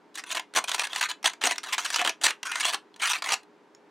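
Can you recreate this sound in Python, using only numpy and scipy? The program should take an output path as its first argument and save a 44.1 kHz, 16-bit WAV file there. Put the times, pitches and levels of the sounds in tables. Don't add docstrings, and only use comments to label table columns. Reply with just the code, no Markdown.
import sys
import numpy as np
from scipy import signal
from scipy.fft import rfft, irfft, next_fast_len
from scipy.io import wavfile
from scipy.ndimage import map_coordinates

SR = 44100
rng = np.random.default_rng(int(sys.argv[2]) if len(sys.argv) > 2 else 0)


def unload_wav(signal):
    wavfile.write(
        sys.argv[1],
        SR,
        np.round(np.clip(np.atleast_2d(signal).T, -1, 1) * 32767).astype(np.int16),
    )


N = 171990

# start [t/s], length [t/s], level [level/dB],
# bass shelf [level/dB], treble shelf [level/dB]
TOOTH_RASPS = [(0.142, 0.026, -46.5, -18.5, 7.5), (0.171, 0.028, -36, -30, 0), (0.262, 0.043, -44, 1, 0),
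               (0.311, 0.018, -29, -7, 5), (0.346, 0.036, -31.5, -1, -1.5), (0.549, 0.04, -25.5, 8, 2),
               (0.675, 0.089, -37.5, 0, 3.5), (0.78, 0.043, -32, 0, 0.5), (0.833, 0.022, -29.5, -4, 1.5),
               (0.895, 0.074, -42, 1, 0), (0.947, 0.054, -36.5, -12, 1), (1.008, 0.052, -28.5, -14, -0.5),
               (1.087, 0.03, -32.5, -9.5, -2.5), (1.242, 0.035, -23.5, 1, 1), (1.411, 0.026, -33, -7, -5),
               (1.436, 0.037, -24, 12, 2.5), (1.478, 0.052, -30.5, 4.5, 3), (1.632, 0.017, -35.5, -23, 2),
               (1.657, 0.066, -40, -2, -3), (1.723, 0.018, -26, -18, 0.5), (1.78, 0.026, -29.5, -3, -1),
               (1.81, 0.12, -40, -15.5, 1.5), (1.845, 0.016, -28.5, -15, 2.5),
               (1.924, 0.053, -32.5, -10.5, -1), (1.984, 0.042, -28, 7, -2.5),
               (2.041, 0.061, -32.5, 8.5, -3), (2.211, 0.032, -36.5, 3.5, 1.5), (2.235, 0.031, -21, 8, 6),
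               (2.275, 0.029, -30.5, 1, -0.5), (2.45, 0.15, -35, -13.5, -1), (2.597, 0.018, -27, -21, 4),
               (2.626, 0.083, -27.5, -7, 1), (2.724, 0.028, -30, 0, 1.5), (2.993, 0.029, -38, -5, 1.5),
               (3.016, 0.046, -26.5, -17, -1.5), (3.062, 0.059, -26.5, -30, 0),
               (3.132, 0.033, -30, -17.5, -2.5), (3.169, 0.023, -42.5, -5.5, 4),
               (3.239, 0.05, -32.5, -4, -2.5), (3.285, 0.03, -29, -3.5, -4), (3.316, 0.0274, -24.5, 3.5, 1)]
# start [t/s], level [level/dB], strongest resonance [f/Hz]
TOOTH_CLICKS = [(0.155, -35.5, 3760), (0.194, -39, 1500), (0.238, -36, 1480), (0.304, -31.5, 3600),
                (0.351, -28.5, 1810), (0.37, -26, 3080), (0.395, -28.5, 912), (0.538, -38.5, 3060),
                (0.561, -20, 3400), (0.571, -17.5, 1060), (0.587, -23, 1076), (0.641, -27.5, 2400),
                (0.682, -27.5, 3430), (0.693, -25.5, 980), (0.716, -23.5, 3500), (0.735, -34, 4100),
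                (0.745, -21.5, 2350), (0.795, -20.5, 2420), (0.818, -30.5, 940), (0.87, -33, 1620),
                (0.931, -28.5, 3530), (0.96, -24, 2950), (0.982, -32, 960), (1.011, -21, 1600),
                (1.028, -22.5, 1610), (1.113, -27.5, 3000), (1.229, -40, 5540), (1.257, -16, 3360),
                (1.277, -24.5, 5900), (1.297, -35.5, 4250), (1.334, -38.5, 940), (1.415, -32, 3130),
                (1.438, -20, 2840), (1.471, -18.5, 5650), (1.51, -22, 2400), (1.558, -37, 3530),
                (1.581, -27, 5570), (1.687, -36.5, 1700), (1.728, -23, 2950), (1.745, -27.5, 2480),
                (1.781, -23, 6400), (1.86, -29, 1160), (1.903, -27, 1590), (1.943, -22, 4930),
                (1.96, -19.5, 3000), (1.993, -25, 3040), (2.014, -22.5, 730), (2.048, -22, 3070),
                (2.062, -25, 1110), (2.075, -19, 3300), (2.094, -23.5, 5700), (2.241, -20, 5800),
                (2.265, -15, 1810), (2.283, -25, 1630), (2.307, -25.5, 1860), (2.43, -29, 2840),
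                (2.469, -30, 1330), (2.517, -26, 2900), (2.556, -24.5, 1850), (2.607, -25, 1700),
                (2.652, -19.5, 3220), (2.744, -23.5, 1124), (2.962, -47, 1710), (3.033, -24.5, 2380),
                (3.056, -24, 2150), (3.095, -30, 1560), (3.11, -28, 6800), (3.133, -23.5, 2420),
                (3.222, -26.5, 4800), (3.289, -26.5, 935), (3.322, -22, 5780), (3.339, -23.5, 2620),
                (3.432, -55, 1236)]

BASS_HZ, TREBLE_HZ = 606, 3900
RING_DB, RING_SCATTER_DB = -9, 0.5
SNAP_DB = -19.5
DETUNE = 0.021
RESONANCE_DB, RESONANCE_WIDTH = 9.5, 0.053
RIPPLE_DB, RIPPLE_PER_OCTAVE = 3, 4.415
RING_SIZE = 4096

IMPACTS_PER_S, SIZE_SCATTER_DB = 300, 3
UNEVEN, SWELL_DB = .3, 1
SLIDE_DB = -8
WANDER = 0.17
ATTACK_S, RELEASE_S = .004, 0.0045

CHATTER_S, CHATTER_DB = .0013, -2.5
CLICK_S = .005

TICK_T60_S, TICK_UPPER = 0.021, 1.22
TICK_BODY_DB = -13

HUM_DB, HUM_SIDE_DB = -58.5, -10.5
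TONE_HZ, TONE_DB = 412, -66
ROOM_DB, ROOM_SIDE_DB = -10, -18
ROOM_DELAY_S, ROOM_DULL_HZ = .005, 5900
PORT_SIDE_DB = -37.5
TOP_HZ = 15850


def amp(db):
    return 10 ** (np.asarray(db) / 20)


def unit(x):
    return x / np.sqrt(np.sum(x ** 2) + 1e-20)


def along(points, hz):
    f, value = np.transpose(points)
    return np.interp(np.log(hz + 1), np.log(f + 1), value)


def filtered(x, gain):
    size = next_fast_len(N + SR // 2)
    spectrum = rfft(x, size) * gain(np.fft.rfftfreq(size, 1 / SR))
    return irfft(spectrum, size)[..., :N]


def causal(db):
    cepstrum = irfft(np.log(amp(db)))
    half = len(cepstrum) // 2
    cepstrum[1:half] *= 2
    cepstrum[half + 1:] = 0
    return np.exp(rfft(cepstrum))


def dying_noise(t60s, size):
    hz, t, cells = signal.stft(rng.standard_normal(size), SR, nperseg=64)
    decay = 1000. ** (-t / along(t60s, hz)[:, None])
    return unit(signal.istft(cells * decay, SR)[1][:size])


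def add(track, s, sound):
    part = track[round(s * SR):][:len(sound)]
    part += sound[:len(part)]


def hum():
    # [f/Hz], noise per Hz [level/dB]
    hum_colour = [(30, -78), (174, -13), (328, -7.5), (740, -13.5), (1630, -18.5), (7000, -38),
                  (16000, -57)]
    # [f/Hz], width [f/Hz], rise above the rest [level/dB]
    hum_peaks = [(304.6, 32, 7.5), (920, 130, 7.5)]

    def colour(hz):
        peaks = sum(db / (1 + (2 * (hz - f) / width) ** 2) for f, width, db in hum_peaks)
        return amp(along(hum_colour, hz) + peaks)

    noise = filtered(rng.standard_normal((2, N)), colour) * amp([[0], [HUM_SIDE_DB]])
    return amp(HUM_DB) * np.sqrt(N) * unit(noise)


def contact(bass_db, treble_db, ring_hz):
    # [f/Hz], relative level [level/dB], time to fall by 60 dB [t/s]
    plastic_modes = [(675, -5, 0.055), (995, 4, 0.049), (1738, 2.5, 0.033), (2745, -27, 0.016),
                     (3380, -2.5, 0.026), (4120, 4, 0.037), (4720, 3, 0.029), (5950, 10.5, 0.026),
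                     (6780, 14, 0.013), (8600, 9, 0.008)]
    # [f/Hz], relative level per Hz [level/dB]
    shell_colour = [(50, -65.5), (244, -21), (527, -11.5), (682, -3.5), (991, -2), (3340, -1), (5210, -8.5),
                    (8920, -8.5), (11800, -20), (16000, -28.5)]
    # [f/Hz], time to fall by 60 dB [t/s]
    crack_decay = [(300, 0.021), (1500, 0.019), (12000, 0.010)]
    t, hz = np.arange(RING_SIZE) / SR, np.fft.rfftfreq(RING_SIZE, 1 / SR)

    f, db, t60 = np.transpose(plastic_modes)[:, :, None]
    f = f * (1 + DETUNE * rng.uniform(-1.1, 1, f.shape))
    signs = rng.choice([-1, 1], f.shape)
    weights = signs * amp(db + RING_SCATTER_DB * rng.standard_normal(f.shape))
    ring = unit(np.sum(weights * amp(-60 * t / t60) * np.sin(2 * np.pi * f * t), axis=0))
    edge = t == 0
    blow = dying_noise(crack_decay, size=RING_SIZE) + amp(RING_DB) * ring + amp(SNAP_DB) * edge

    bass = bass_db / (1 + (hz / BASS_HZ) ** 4)
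    treble = treble_db * (1 - 1 / (1 + (hz / TREBLE_HZ) ** 4))
    resonance = RESONANCE_DB / (1 + ((hz / ring_hz - 1) / RESONANCE_WIDTH) ** 2)
    ripple_place = RIPPLE_PER_OCTAVE * np.log2(1 + hz / BASS_HZ)
    ripple = RIPPLE_DB * map_coordinates(rng.standard_normal(size=64), [ripple_place])
    colour = along(shell_colour, hz) + bass + treble + resonance + ripple
    fade = 1 - (t / t[-1]) ** 2
    return unit(irfft(rfft(blow) * causal(colour)) * fade)


def resonance_at(s):
    return min(TOOTH_CLICKS, key=lambda row: abs(s - row[0]))[-1]


def rasp(s, length, shelves, count=128, channels=5):
    t = np.arange(SR // 4) / SR
    place = np.minimum(t / length, 1)
    fade_out = np.exp(-np.maximum(t - length, 0) / RELEASE_S)
    shape = np.minimum(t / ATTACK_S, 1) * amp(SWELL_DB * place) * fade_out

    gaps = np.exp(UNEVEN * rng.standard_normal(count)) * SR / IMPACTS_PER_S
    at = np.cumsum(gaps).astype(int)
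    sizes = amp(SIZE_SCATTER_DB * rng.standard_normal(count))
    impacts = np.bincount(at, sizes, len(t))[:len(t)]
    sliding = rng.standard_normal(len(t))
    force = unit(impacts * shape) + amp(SLIDE_DB) * unit(sliding * shape)

    distance = abs(place * (channels - 1) - np.arange(channels)[:, None])
    load = np.sqrt(np.maximum(1 - distance, 0))
    pitches = [resonance_at(when) for when in np.linspace(s, s + length, channels)]
    pitches = pitches * np.exp(WANDER * rng.standard_normal(channels))
    spots = np.array([contact(*shelves, hz) for hz in pitches])
    sound = signal.fftconvolve(load * force, spots, axes=1).sum(axis=0)
    return unit(sound) * np.sqrt(length * SR)


def shelves_at(s):
    return min(TOOTH_RASPS, key=lambda row: abs(s - row[0] - row[1] / 2) - row[1] / 2)[3:]


def click(colour, count=4):
    out, s = np.zeros(RING_SIZE), 0
    for bounce in range(count):
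        add(out, s, amp(bounce * CHATTER_DB) * contact(*colour))
        s += CHATTER_S * rng.uniform(.5, 1.5)
    return unit(out) * np.sqrt(CLICK_S * SR)


def gears():
    out = np.zeros(N)
    for s, length, db, *shelves in TOOTH_RASPS:
        add(out, s - ATTACK_S / 2, amp(db) * rasp(s, length, shelves))
    for s, db, hz in TOOTH_CLICKS:
        add(out, s, amp(db) * click((*shelves_at(s), hz)))
    return out


def room(x, count=26):
    # [f/Hz], time to fall by 60 dB [t/s]
    room_decay = [(200, 0.095), (1000, 0.16), (6000, 0.13)]
    wet, hop = np.zeros((2, N)), N // count
    window = np.sin(np.linspace(0, np.pi, 2 * hop))
    for start in range(0, N - 2 * hop + 1, hop):
        part = x[start:start + 2 * hop] * window
        for track, db in zip(wet, (0, ROOM_SIDE_DB)):
            answer = signal.fftconvolve(part, dying_noise(room_decay, size=SR // 3))
            add(track, start / SR + ROOM_DELAY_S, amp(db) * answer)
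    return amp(ROOM_DB) * filtered(wet, lambda hz: 1 / np.hypot(1, hz / ROOM_DULL_HZ))


def ticks():
    # start [t/s], level of each tone at its start [level/dB], pitch [f/Hz]
    small_ticks = [(2.942, -47, 3390), (3.749, -47.5, 5520)]
    out, t = np.zeros(N), np.arange(RING_SIZE) / SR
    for s, db, hz in small_ticks:
        tones = np.sin(2 * np.pi * hz * t) + np.sin(2 * np.pi * hz * TICK_UPPER * t)
        ring = amp(-60 * t / TICK_T60_S) * tones
        body = amp(TICK_BODY_DB) * np.sqrt(CLICK_S * SR) * contact(0, 0, hz)
        add(out, s, amp(db) * (ring + body))
    return out


def scene():
    toy = gears() + ticks()
    mid, side = room(toy) + hum()
    tone = amp(TONE_DB) * np.sqrt(2) * np.sin(2 * np.pi * TONE_HZ * np.arange(N) / SR)
    mid = mid + toy + tone
    port_difference = unit(np.diff(rng.standard_normal(size=24)))
    side = side + amp(PORT_SIDE_DB) * signal.fftconvolve(toy, port_difference)[:N]
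    return np.array([mid + side, mid - side])


def record(dry):
    return filtered(dry, lambda hz: 1 / np.hypot(1, (hz / TOP_HZ) ** 150))


dry = scene()
out = record(dry)
unload_wav(out)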